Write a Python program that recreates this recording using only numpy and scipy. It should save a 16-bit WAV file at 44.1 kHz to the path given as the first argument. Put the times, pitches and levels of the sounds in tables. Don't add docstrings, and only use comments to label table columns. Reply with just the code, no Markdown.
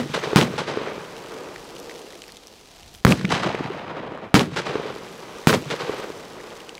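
import sys
import numpy as np
from scipy import signal
from scipy.io import wavfile

SR = 44100
rng = np.random.default_rng(int(sys.argv[2]) if len(sys.argv) > 2 else 0)


def boost_factor(decibels):
    exponent = np.asarray(decibels, float) / 20
    return 10 ** exponent


def bounce(signal):
    frames = np.transpose(np.atleast_2d(signal))
    limited = np.clip(frames, -1, 1)
    pcm = np.round(limited * 32767).astype(np.int16)
    wavfile.write(sys.argv[1], SR, pcm)


N = 299439

EDGES_HZ = 25 * 2 ** np.arange(0, 9.5, 1 / 3)


def at_hz(points, hz):
    points = np.array(points)
    return np.interp(np.log(hz), np.log(points[:, 0]), points[:, 1])


def drift(rate_hz, size):
    r = np.exp(-2 * np.pi * rate_hz / SR)
    slow = signal.lfilter([1], [1, -2 * r, r * r], rng.standard_normal(size + 4000))[4000:]
    return slow / slow.std()


def filtered(kind, order, hz, sound):
    return signal.sosfilt(signal.butter(order, hz, kind, fs=SR, output="sos"), sound)


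def bands(white, edges_hz):
    pairs = zip(edges_hz, edges_hz[1:])
    cut = np.array([filtered("band", 2, pair, white[k % 2]) for k, pair in enumerate(pairs)])
    level = np.sqrt(np.diff(edges_hz))[:, None]
    return cut / cut.std(axis=1, keepdims=True) * level, np.sqrt(edges_hz[1:] * edges_hz[:-1])


def add(out, s, sound):
    at = round(s * SR)
    part = sound[max(-at, 0):N - at]
    out[max(at, 0):max(at, 0) + len(part)] += part


def knock(db, hz, t60, rise):
    t = np.arange(round(t60 * SR)) / SR
    shape = (1 - np.exp(-t / (rise * t60))) * boost_factor(-60 * t / t60)
    return -boost_factor(db) * shape / shape.max() * np.sin(2 * np.pi * hz * t)


def snap(db, hz, t60, grit):
    tone = knock(db, hz, t60, rise=.02)
    spread = signal.butter(2, [hz / 2, min(2.2 * hz, 13000)], "band", fs=SR)
    noise = signal.lfilter(*spread, rng.standard_normal(1500))
    noise = noise[200:200 + len(tone)] / noise.std()
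    i = np.arange(len(noise))
    return tone + grit * boost_factor(db - 40 * i / len(noise)) * noise * np.clip(i / 6, 0, 1)


def breeze():
    gust_s, gust_length_s, gust_db = 2.93, .15, 11
    wind = filtered("band", 2, [10, 43], rng.standard_normal(N))
    murmur = filtered("band", 2, (90, 450), rng.standard_normal(N))
    gust = gust_db * np.exp(-((np.arange(N) / SR - gust_s) / gust_length_s) ** 2)
    wind *= boost_factor(-48 + gust + 1.66 * drift(15.0, N)) / wind.std()
    murmur *= boost_factor(-56.5) / murmur.std()
    return murmur + wind + boost_factor(-92) * rng.standard_normal(N)


def showers():
    # start t/s, patter level/dB
    falls = [(-2.4, -45), (0.85, -58), (0.02, -51), (4, -51), (4.5, -54.5)]
    stages_s = [0, .1, .5, 1.0, 2.05, 2.3, 2.95, 3.2]
    spray_db, thin_db, stragglers_db = -18.5, -5.5, -83
    stages_db = [-40, spray_db, spray_db, 0, 0, thin_db, thin_db, -40]
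    t = np.arange(N) / SR
    powers = [boost_factor(db + np.interp(t - s, stages_s, stages_db)) ** 2 for s, db in falls]
    return np.sqrt(sum(powers) + boost_factor(stragglers_db) ** 2)


def patter():
    # f/Hz, level per Hz/dB
    colour = [(700, 6.5), (1500, -3.5), (3000, 1.5), (5500, -0.5), (9000, -9.5), (15000, -17.5)]
    ticks = rng.random((2, N)) < 2500 * boost_factor(3.0 * drift(14, N)) / SR
    sizes = boost_factor(7.68 * np.minimum(rng.exponential(1, (2, N)), 5)) * rng.choice([-1, 1], (2, N))
    wash = 3.0 * rng.standard_normal((2, N))
    grains, hz = bands(ticks * sizes + wash, EDGES_HZ[14:])
    rain = boost_factor(at_hz(colour, hz)) @ grains
    return rain / rain.std() * showers() * boost_factor(3.5)


def drops():
    # t/s, peak level/dB, f/Hz
    big = [(1.166, -30, 2770), (1.261, -28, 2950), (1.5605, -23, 1940), (1.629, -37, 2460),
           (1.7658, -28, 2900), (1.8, -24, 5660), (1.8958, -28, 1940), (1.912, -27.5, 1920),
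           (2.105, -30, 1727), (2.155, -28.5, 3170), (2.2196, -22.5, 3020), (2.2391, -27, 2500),
           (2.2808, -28, 5330), (2.3211, -24, 4320), (2.3694, -26, 3600), (2.471, -27, 5660),
           (2.515, -38, 4550), (2.7838, -46, 2190), (2.831, -31, 3100), (2.8781, -31.5, 4030),
           (2.797, -37, 5600), (2.94, -35, 10800), (2.949, -27.5, 3170), (2.958, -35, 9540),
           (6.5042, -31, 3130), (6.604, -27.5, 2810), (6.6927, -20, 2980), (6.7522, -24, 4000),
           (6.7798, -29, 2275)]
    over_patter_db, spread_db, low_hz, high_hz = 12.5, 13.5, 1750, 9100
    out, rain, small = np.zeros(N), showers(), []
    for at, size, pitch in rng.random((330, 3)):
        db = 20 * np.log10(rain[int(at * N)]) + over_patter_db + spread_db * (size - .5)
        small.append((at * N / SR, db, low_hz * (high_hz / low_hz) ** pitch))
    for s, db, hz in [*big, *small]:
        add(out, s, snap(db - 4, hz, t60=18 / hz, grit=.6))
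    return out


def column(db):
    t = np.arange(SR // 4) / SR
    hiss = filtered("high", 2, 5000, rng.standard_normal(len(t)))
    return hiss * boost_factor(db - 60 * t / .26) * np.clip(t / .008, 0, 1)


def scatter():
    size = round(2.9 * SR)
    lumps = boost_factor(2.24 * drift(108, size) + 1.13 * drift(38, size))
    return bands(rng.standard_normal((2, size)) * lumps, EDGES_HZ)


def belts(t, rows):
    s, db, swell, t60 = np.transpose(rows)[:4, :, None]
    decay_db = 60 * np.clip(t - s - swell, 0, None) / t60
    return (np.clip((t - s) / swell, 0, 1) * boost_factor(db - decay_db)) ** 2


def roll(land, hz, echo, boom, colour, late_s, air_db_per_s, boom_db=0):
    # f/Hz, level/dB
    boom_colour = [(35, -14), (70, -12), (110, -4.5), (160, 1.5), (230, -5), (320, -10), (600, -22.5),
                   (2000, -58)]
    echo_per_hz_db, boom_per_hz_db, tilt_hz, air_power = -32, -22, (440, 1500), 1.88
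    t = np.arange(0, land.shape[1], 32) / SR
    delay = t - late_s * np.clip(t / .2, 0, 1)
    echoes, low, tilt = belts(delay, echo), belts(delay, boom).sum(axis=0), np.array(echo)[:, 4]
    since = np.arange(land.shape[1]) / SR
    out = np.zeros(land.shape[1])
    for band, f in zip(land, hz):
        octaves = np.log2(np.clip(f, *tilt_hz) / tilt_hz[1])
        dull = boost_factor(tilt * octaves + echo_per_hz_db + at_hz(colour, f))
        air = air_db_per_s * t * ((f / 4000) ** air_power - (min(f, 1500) / 4000) ** air_power)
        boom_gain = boost_factor(boom_per_hz_db + boom_db + at_hz(boom_colour, f))
        power = dull ** 2 @ echoes * boost_factor(-2 * air) + low * boom_gain ** 2
        out += band * np.interp(since, t, np.sqrt(power))
    return out * np.clip((since[-1] - since) / 0.27, 0, 1)


def reflectors(out, thuds, cracks, shift_s, gain_db):
    for s, db, hz, t60 in thuds:
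        add(out, s + shift_s + .0005, knock(db + gain_db, hz, t60, rise=.015))
        if hz > 350:
            add(out, s + shift_s + .0008, snap(db + gain_db - 6, 1100, .004, grit=.4))
    for s, db, hz, t60 in cracks:
        add(out, s + shift_s, snap(db + gain_db, hz, t60, grit=.28))


def air_shock():
    rail, suction = 1.2, .6
    push_ms, bounce_ms, bounce_length_ms, release_ms, relax_ms = .53, .85, .4, 6.4, 2.5
    swing = np.clip(knock(9, 130, t60=.05, rise=.03), -suction, rail)
    ms = np.arange(len(swing)) * 1000 / SR
    swing = np.where(ms > release_ms, .75 * rail * np.exp((release_ms - ms) / relax_ms), swing)
    swing = np.where(ms < bounce_ms, -suction, swing)
    swing = np.where(ms < push_ms, .85 + .5 * ms, swing)
    after = ms - bounce_ms
    return swing + 1.4 * np.clip(after / .08, 0, 1) * np.clip(1.5 - 1.5 * after / bounce_length_ms, 0, 1)


def bank_blast(land, hz):
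    # t after the blast/s, level/dB, swell/s, t60/s, tilt/(dB per octave)
    echo = [(.0015, -29, .001, 0.037, -3), (.006, -25.5, 0.024, 0.26, -6), (.03, -23.5, 0.036, 0.16, -6.5),
            (.08, -35.5, 0.013, 1.4, 14), (0.242, -20.5, 0.029, 0.53, -3), (.3, -28, .1, 1.5, -6),
            (.5, -36.5, 0.24, 4.7, -7), (.8, -41, 0.14, 1.3, -11)]
    # t after the blast/s, level/dB, swell/s, t60/s
    boom = [(.009, -8, .016, 0.32), (.035, -9, 0.023, 0.17), (.08, -25, .08, 3.2)]
    # f/Hz, level/dB
    colour = [(120, -20), (260, -9), (440, -6), (600, -4), (1000, -0.5), (3000, -5), (7000, -11.5),
              (15000, -20)]
    # t/s, peak level/dB, f/Hz, t60/s
    thuds = [(3.244, -9.5, 178, 0.047), (3.336, -13, 156, 0.031), (3.466, -16.5, 346, 0.025),
             (3.458, -14, 158, 0.054), (3.49, -19, 528, 0.013), (3.502, -17, 721, 0.019),
             (3.546, -12.5, 427, 0.015), (3.606, -14.5, 306, 0.022), (3.701, -21, 385, 0.052),
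             (3.746, -26, 660, 0.024), (4.12, -23, 378, 0.017), (4.227, -29.5, 620, 0.023)]
    # t/s, peak level/dB, f/Hz, t60/s
    cracks = [(3.97, -27, 1318, 0.013), (4.12, -35, 1400, .008), (4.175, -23, 1100, .008),
              (3.212, -18, 1560, 0.0032), (3.2484, -17.5, 1510, 0.0049), (3.252, -12, 2260, 0.006),
              (3.292, -24, 2910, 0.0072), (3.3138, -25, 1850, 0.0038), (3.4905, -36, 1510, 0.0075),
              (3.551, -16, 1980, 0.004)]
    blast_s, out = 3.0495, np.zeros(N)
    size = land.shape[1]
    part = land[:, size // 3:5 * size // 6]
    add(out, blast_s, roll(part, hz, echo, boom, colour, late_s=0, air_db_per_s=12.5))
    add(out, blast_s, air_shock())
    add(out, 2.935, column(-50))
    reflectors(out, thuds, cracks, 0, 0)
    return out


def near_cracks():
    # t/s, peak level/dB, f/Hz, t60/s
    cracks = [(.3685, -8, 1250, .009), (.4128, -3, 2800, .0022), (3.0673, 1, 1500, .0024),
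              (3.1226, -3, 2500, .004), (4.3528, -6, 1250, .010), (4.3943, -3, 3300, .0022),
              (5.4945, -8, 1500, .010), (5.5291, -4, 1500, .003), (5.5405, -9, 2200, .003)]
    out = np.zeros(N)
    reflectors(out, [], cracks, 0, 0)
    return out


def shock(swings):
    ms, swing = np.transpose(swings)
    return np.interp(np.arange(0, ms[-1], 1000 / SR), ms, swing)


def water_shock(dip_ms, push_ms, boom_db):
    end = dip_ms + push_ms
    dip = [(0, 0), (.4 * dip_ms, -.3), (.6 * dip_ms, -.95), (dip_ms - .03, -1.05)]
    push = [(dip_ms, .8), (dip_ms + .4, 1), (end, 1.2), (end + .05, .2), (end + .4, 0)]
    bubble = knock(boom_db / 2 - 7, 145, t60=.07, rise=.004)
    return np.concatenate([shock(dip + push), bubble])


def pond_blasts(land, hz):
    # t/s, extra delay of the far echoes/s, suction dip/ms, push/ms
    charges = [
        (-.0812, 0, .25, 1.8),
        (.3598, 0, .2, 1.75),
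        (4.3423, 0, .35, 1.95),
        (5.4716, .0105, .4, 1.8),
    ]
    strengths = [1, -0.078, 0.54, -0.41]
    booms = [-2.5, 0, 0.5, -2.5]
    # t after the blast/s, level/dB, swell/s, t60/s, tilt/(dB per octave)
    echo = [(.003, -15.5, .005, 0.14, 0.5), (.014, -20, .014, 0.12, -6), (.033, -23, 0.035, 0.1, -6.5),
            (.15, -38, 0.055, .15, 2.5), (.06, -37.5, 0.0086, 0.6, -3), (.214, -24, 0.015, 0.27, -2),
            (0.238, -34, 0.0047, 0.037, 0), (.295, -30.5, 0.028, 0.92, -5), (.33, -36, 0.17, 1.1, -5),
            (0.498, -43, 0.5, 2.8, -6), (1.3, -50, 0.16, 2.65, -10.5)]
    # t after the blast/s, level/dB, swell/s, t60/s
    boom = [(.002, -10, .004, 0.29), (0.029, -23.5, 0.046, 0.47), (.05, -36, 0.082, 4)]
    # f/Hz, level/dB
    colour = [(120, -17), (260, -6), (440, 1.5), (680, -4), (1000, 0.5), (3600, -6.5), (7000, -14),
              (15000, -30)]
    # t/s, peak level/dB, f/Hz, t60/s
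    thuds = [(.432, -21.5, 241, 0.099), (0.499, -25, 340, 0.025), (0.538, -30, 480, 0.022),
             (0.538, -24.5, 147, 0.12), (0.58, -24.5, 476, 0.034), (0.598, -27.5, 147, 0.12),
             (0.617, -17.5, 508, 0.02), (.71, -26, 149, 0.075), (0.749, -34.5, 410, 0.012),
             (0.772, -11.5, 422, 0.027), (.772, -34, 146, 0.081), (0.815, -18, 445, 0.015),
             (0.832, -26, 426, 0.0057), (0.873, -22.5, 435, 0.03), (.92, -23.5, 435, 0.028),
             (0.979, -21.5, 413, 0.02), (1.05, -28, 434, 0.017), (1.13, -35, 396, 0.032),
             (1.249, -32, 368, 0.02)]
    # t/s, peak level/dB, f/Hz, t60/s
    cracks = [(0.5804, -13, 2600, 0.0011), (0.7736, -31, 1800, 0.0048)]
    columns_db = [-33, -31, -34, -25]
    out, model_s, alike = np.zeros(N), charges[1][0], .4
    for k, (s, late_s, dip_ms, push_ms) in enumerate(charges):
        own = np.roll(land, 9001 * (k + 1), axis=1)
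        common = np.roll(land, round(late_s * SR), axis=1)
        mixed = np.sqrt(alike) * common + np.sqrt(1 - alike) * own
        rolling = roll(mixed, hz, echo, boom, colour, late_s, air_db_per_s=9, boom_db=booms[k])
        add(out, s, boost_factor(strengths[k]) * rolling)
        add(out, s, water_shock(dip_ms, push_ms, booms[k]))
        add(out, s, column(columns_db[k]))
        reflectors(out, thuds, cracks, s - model_s + late_s, strengths[k])
    return out


def scene():
    land, hz = scatter()
    water = patter() + drops()
    bangs = bank_blast(land, hz) + near_cracks() + pond_blasts(land, hz)
    return (breeze() + water + bangs)[None]


def band_limit(x):
    return signal.sosfilt(signal.butter(12, 17090, fs=SR, output="sos"), x)


def record(dry):
    cut = filtered("high", 1, 95, dry)
    cut = filtered("high", 1, 60, cut)
    cut = signal.sosfilt(signal.cheby2(12, 50, 16400, fs=SR, output="sos"), cut)
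    return band_limit(np.clip(cut, -.97, .97))


dry = scene()
out = record(dry)
bounce(out)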